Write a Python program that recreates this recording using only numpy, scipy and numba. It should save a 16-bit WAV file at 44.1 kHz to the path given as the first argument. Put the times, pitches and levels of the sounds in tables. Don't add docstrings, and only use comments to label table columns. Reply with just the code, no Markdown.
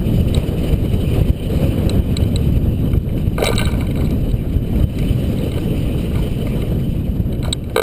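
import sys
import numpy as np
from scipy import signal
from scipy.fft import rfft, irfft, next_fast_len
from scipy.io import wavfile
from scipy.ndimage import uniform_filter1d, map_coordinates
from numba import njit

SR = 44100
rng = np.random.default_rng(int(sys.argv[2]) if len(sys.argv) > 2 else 0)


def log_audio(samples):
    frames = np.atleast_2d(samples).T
    limited = np.clip(frames, -1, 1)
    pcm = np.round(limited * 32767).astype(np.int16)
    wavfile.write(sys.argv[1], SR, pcm)


N = 344862

# time in seconds, then buffet, roar and seam hiss levels in dB.
WIND_LEVELS = [(0.0, -19.5, -29, -44.5), (0.13, -14.5, -29.5, -40.5), (0.27, -15, -28.5, -41.5),
               (0.39, -14, -20.5, -33.5), (0.52, -15.5, -25, -39), (1.09, -15.5, -27, -40),
               (1.26, -11.5, -20.5, -33.5), (1.62, -14.5, -23, -36), (1.78, -14.5, -24.5, -40.5),
               (2.37, -14, -29, -42.5), (2.94, -15, -31.5, -47), (3.6, -16.5, -30, -45),
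               (4.1, -15.5, -30, -46.5), (4.64, -17, -32, -47), (5.05, -13.5, -26, -38.5),
               (5.4, -17.5, -30, -41), (6.55, -17.5, -28.5, -41.5), (6.85, -17.5, -35, -47),
               (7.4, -18, -33, -51.5), (7.69, -24, -36.5, -52), (7.82, -30, -30, -40)]
# frequency in Hz, relative density in dB.
BUFFET_SPECTRUM = [(7.1, -48), (12, -3), (37, -3), (59, -0.5), (140, -3), (172, -5), (224, -8.5),
                   (330, -16), (430, -29.5), (730, -120)]
ROAR_SPECTRUM = [(120, -56.5), (200, -8), (433, -8), (508, -10), (553, -11.5), (837, -27), (1080, -30.5),
                 (1210, -29.5), (1340, -33), (1900, -36), (2470, -89), (4180, -120)]
HISS_SPECTRUM = [(1500, -62), (1900, -13.5), (2200, -11.5), (2400, -6), (2800, -7.5), (2950, -3.5),
                 (3030, 1), (3130, -9.5), (3250, -12.5), (3700, -39)]
AIRFLOW_SPECTRUM = [(700, -41), (1200, -9.5), (1800, -18.5), (3500, -5.5), (3900, -1), (4300, -9),
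                    (4900, -6), (5400, -15), (5990, -23)]
# time of the peak in seconds, peak in dB.
EDDIES = [(0.209, 0), (0.382, 0.5), (0.491, -2.5), (0.743, 1), (0.944, -3), (1.22, 3.5), (1.307, 11.5),
          (1.635, -9), (2.0, -1.5), (2.231, -2), (2.576, -2), (2.978, -0.5), (3.281, -1.5), (4.343, -2.5),
          (4.569, -0.5), (4.844, 2.5), (5.114, -5), (7.203, -4.5)]
# pitch in Hz, level in dB, t60 in seconds.
HOLLOW = [(461, -12, 0.022)]
WALL = [(583, 2, 0.012), (642, 9, 0.029), (788, -2.5, 0.031)]
LOW = [(963, -4, 0.026), (1196, -5.5, 0.049), (1398, -6, 0.027), (1531, -11, 0.075)]
MIDDLE = [(2120, -1.5, 0.044), (2310, 12, 0.018), (2605, -17, 0.028), (2746, 3.5, 0.02), (3040, 1, 0.044)]
HIGH = [(3440, -12, .013), (3880, 0, .015), (4150, -2, .01), (4550, -13, .011)]
# start in seconds, high modes' peak in dB, dullness (middle over high) in dB.
TICKS = [(0.306, -41, 2), (0.345, -11, -18), (0.7274, -34, 6.5), (1.8936, -10.5, -10), (2.167, -9.5, -12),
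         (2.2363, -24, -2), (2.2514, -52, 17), (2.359, -11.5, -13.5), (2.9322, -42, 13.5),
         (3.0896, -46.5, 16), (3.1766, -43, 13), (3.3807, -31.5, 12.5), (3.4025, -25, -1),
         (3.4233, -22.5, 8), (3.439, -12.5, -1), (3.455, -10.5, 0), (3.4657, -8.5, -2), (3.473, -9.5, -2.5),
         (3.4868, -11.5, -6), (3.528, -20, 0), (3.5597, -21, 1), (3.579, -6, -10), (3.5919, -19.5, 9),
         (3.6133, -18, 4), (3.6248, -28, -8), (3.653, -14, -8), (3.6682, -30, 10), (3.717, -31, 5.5),
         (3.7397, -36, 8), (3.8076, -29, 8), (3.868, -34, 6.5), (3.909, -30.5, 2), (3.955, -37.5, 12.5),
         (3.9726, -32, 1), (4.0078, -34, 3), (4.0472, -31, -12), (4.1066, -29.5, -3), (4.314, -32, -6),
         (4.757, -42.5, 13), (4.797, -31.5, -1), (4.954, -32, -6), (4.986, -24, -0.5), (5.026, -33, 8.5),
         (5.3855, -29.5, -2), (5.5164, -28.5, 1), (5.54, -36, 6), (5.5798, -31, 3.5), (6.1543, -32, 6),
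         (6.4676, -39.5, 15), (6.619, -33, 6.5), (7.3257, -32.5, 1.5), (7.349, -40, 3), (7.427, -26.5, -1),
         (7.446, -24.5, -2), (7.5268, -4.5, -18.5), (7.639, -37.5, 3), (7.696, -38, 5)]
# start in seconds, peak in dB.
TAPS = [(1.8941, -27), (2.9322, -29), (3.3802, -17), (3.4124, -25), (3.4401, -15), (3.5114, -27),
        (3.5276, -18), (3.5921, -18), (3.6244, -21), (3.6702, -20), (3.9722, -30), (5.5802, -28),
        (7.447, -28), (7.5266, -28)]
SNAPS = [(1.8941, -25), (3.442, -10.5), (3.4665, -19), (3.5114, -45), (3.5276, -34), (3.5534, -24),
         (3.715, -34), (3.7397, -48), (4.1066, -34), (4.5695, -46), (4.987, -29), (5.3854, -46),
         (5.5164, -46), (7.639, -55)]
# start in seconds, seconds until the fall, level in dB, brightness in dB.
RATTLE_BURSTS = [(3.374, .055, -19, -22), (3.433, .09, -33, -0.5), (3.513, 0.017, -29.5, -8),
                 (3.578, .06, -30, -1), (3.664, 0.031, -36, -3), (3.718, .11, -38.5, -4),
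                 (3.952, 0.123, -41.5, -4), (6.142, 0.039, -36, -4), (7.429, 0.036, -33, -6)]
# set of modes, level in dB, share of the brightness.
RATTLE_MODES = [(WALL, 0.33, .01), (LOW, 1.5, 0.79), (MIDDLE, 0, 0.92), (HIGH, -5.5, 1)]
# start in seconds, the hollow's peak in dB, hardness (upper modes' gain) in dB.
KNOCKS = [(3.38, -15, -8), (3.39, -14.5, -25), (3.413, -14, -18), (3.425, -4.5, -20), (3.432, -12, -18),
          (3.484, -8, -30), (3.5, -8, -25), (7.761, -3.5, -3.5), (7.777, -3.5, -5.5), (7.7947, -2, -6),
          (7.817, -5, -9)]
KNOCK_MIX_DB = [-10, 2.5, .3, -1]


def amp(db):
    return 10 ** (np.asarray(db) / 20)


def unit(x):
    return x / np.sqrt(np.mean(x ** 2) + 1e-20)


def wobble(rate):
    return map_coordinates(rng.standard_normal(int(N * rate / SR) + 4), [np.arange(N) * rate / SR])


def filtered(x, response):
    size = next_fast_len(N + SR // 2)
    return irfft(rfft(x, size) * response(np.fft.rfftfreq(size, 1 / SR)), size)[:N]


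def add(track, start, x):
    part = track[round(start * SR):][:len(x)]
    part += x[:len(part)]


def turbulence(spectrum, band_hz, lumps_db, patchy_db):
    cells = signal.stft(rng.standard_normal(N + 512), nperseg=512)[2]
    patches = uniform_filter1d(uniform_filter1d(rng.standard_normal(cells.shape), 5, 0), 8, 1)
    noise = signal.istft(cells * amp(patchy_db * unit(patches)), nperseg=512)[1][:N]
    knots_hz, db = np.transpose(spectrum)
    colour = lambda hz: amp(np.interp(np.log(hz + 1), np.log(knots_hz + 1), db, -120, -120))
    air = amp(lumps_db) * filtered(noise, colour)
    return air / np.std(filtered(air, lambda hz: (hz > band_hz[0]) & (hz < band_hz[1])))


def wind(swell_db=3.5, swell_s=0.0086, airflow_db=-12):
    eddy, flutter = wobble(25), wobble(70)
    buffet = turbulence(BUFFET_SPECTRUM, (25, 250), eddy + 0.42 * wobble(5.7), patchy_db=0.1)
    roar = turbulence(ROAR_SPECTRUM, (300, 700), 1.35 * eddy + 1.35 * wobble(60), patchy_db=1.0)
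    hiss = turbulence(HISS_SPECTRUM, (2200, 3200), 0.21 * eddy + 1.5 * flutter, patchy_db=2.37)
    airflow = turbulence(AIRFLOW_SPECTRUM, (4200, 5400), 0.61 * eddy + 1.5 * flutter, patchy_db=1.94)
    t = np.arange(N) / SR
    times, *levels = np.transpose(WIND_LEVELS)
    buffet_db, roar_db, hiss_db = (np.interp(t, times, db) for db in levels)
    lift_db = swell_db * sum(np.exp(-((t - time) / swell_s) ** 2) for time, _ in EDDIES)
    return (amp(buffet_db) * buffet + amp(roar_db + lift_db) * roar
            + amp(hiss_db + lift_db) * (hiss + amp(airflow_db) * airflow))


def thumps(centre_hz=93.6):
    out = np.zeros(N)
    t = np.arange(-SR // 40, SR // 40) / SR
    spread = (np.pi * centre_hz * t) ** 2
    pulse = (1 - np.where(t < 0, 2.6, 1.1) * spread) * np.exp(-spread)
    for time, db in EDDIES:
        add(out, time + t[0], amp(db) * pulse)
    return out


def ring(modes, rise_s, scatter_db):
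    t = np.arange(SR // 16) / SR
    x = np.zeros(len(t))
    for hz, db, t60 in modes:
        decay = amp(db + scatter_db * rng.standard_normal() - 60 * t / t60)
        x += decay * np.sin(2 * np.pi * (hz * rng.normal(1, 0.01) * t + rng.random()))
    x *= (1 - np.exp(-t / rise_s)) ** 2
    return x / np.abs(x).max()


def crack(t60):
    t = np.arange(SR // 50) / SR
    bright = signal.butter(2, [4200, 6200], "bandpass", fs=SR, output="sos")
    x = signal.sosfilt(bright, amp(-60 * t / t60) * rng.standard_normal(len(t)))
    return x / np.abs(x).max()


def ticks(low_db=-9, crack_db=-32):
    out = np.zeros(N)
    for start, db, dull_db in TICKS:
        add(out, start, amp(db) * ring(HIGH, rise_s=.0018, scatter_db=2.5))
        add(out, start, amp(db + dull_db) * ring(MIDDLE, rise_s=.0013, scatter_db=4))
        add(out, start, amp(db + dull_db + low_db) * ring(LOW, rise_s=.0013, scatter_db=5))
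        add(out, start, amp(db + crack_db) * crack(t60=0.037))
    return out


def taps():
    out = np.zeros(N)
    for start, db in TAPS:
        add(out, start, amp(db) * ring(LOW, rise_s=.0013, scatter_db=5))
    return out


def snaps():
    out = np.zeros(N)
    for start, db in SNAPS:
        add(out, start, amp(db) * crack(t60=0.025))
    return out


def resonance(modes, hz):
    response = 0
    for k, (mode_hz, db, t60) in enumerate(modes):
        width_hz = np.log(1000) / (np.pi * t60)
        damping = 1j * hz * width_hz
        response += (-1) ** k * amp(db) * damping / (mode_hz ** 2 - hz ** 2 + damping)
    return response


def rattle(attack_s=0.021, fall_db_per_s=302):
    start, hold, db, bright_db = np.transpose(RATTLE_BURSTS)[..., None]
    t = np.arange(N) / SR - start
    bursts = np.clip(t / attack_s, 0, 1) * amp(db - fall_db_per_s * np.clip(t - hold, 0, None))
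    out = np.zeros(N)
    for modes, level_db, share in RATTLE_MODES:
        contacts = rng.standard_normal(N) * amp(5.4 * wobble(150))
        ringing = unit(filtered(contacts, lambda hz: resonance(modes, hz)))
        out += np.sum(bursts * amp(level_db + share * bright_db), axis=0) * ringing
    return out


def knocks(damping_t60=0.058):
    out = np.zeros(N)
    wall_db, *upper_db = KNOCK_MIX_DB
    upper = sum(amp(db) * ring(modes, rise_s=.0018, scatter_db=0)
                for modes, db in zip((LOW, MIDDLE, HIGH), upper_db))
    upper *= amp(-60 * np.arange(len(upper)) / SR / damping_t60)
    for start, db, hard_db in KNOCKS:
        add(out, start, amp(db) * ring(HOLLOW, rise_s=.003, scatter_db=0))
        add(out, start, amp(db + wall_db) * ring(WALL, rise_s=.001, scatter_db=2))
        add(out, start, amp(db + hard_db) * upper)
    return out


def scene():
    return (wind() + thumps() + ticks() + taps() + snaps() + knocks() + rattle())[None]


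@njit
def duck(x, threshold, attack_s, release_s):
    out, held = np.empty_like(x), threshold
    for i in range(len(x)):
        level = max(abs(x[i]), threshold)
        held += (level - held) / (SR * (attack_s if level > held else release_s))
        out[i] = x[i] * threshold / held
    return out


def record(dry, ceiling=.98, converter_hz=12000, top_hz=16100):
    x = filtered(dry[0], lambda hz: (1j * hz / (8 + 1j * hz)) ** 2)
    x = duck(x, threshold=.44, attack_s=.002, release_s=.095)
    x = x / (1 + (x / ceiling) ** 6) ** (1 / 6)
    x = filtered(x, lambda hz: np.clip((converter_hz / 2 - hz) / 120, 0, 1))
    comb = 1 + 2 * np.cos(2 * np.pi * converter_hz * np.arange(N) / SR)
    band_limit = lambda hz: amp(np.interp(hz, [15150, 15500], [0, -22])) * (hz < top_hz)
    return filtered(x * comb, lambda hz: np.sinc(hz / converter_hz) * band_limit(hz))[None]


dry = scene()
out = record(dry)
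log_audio(out)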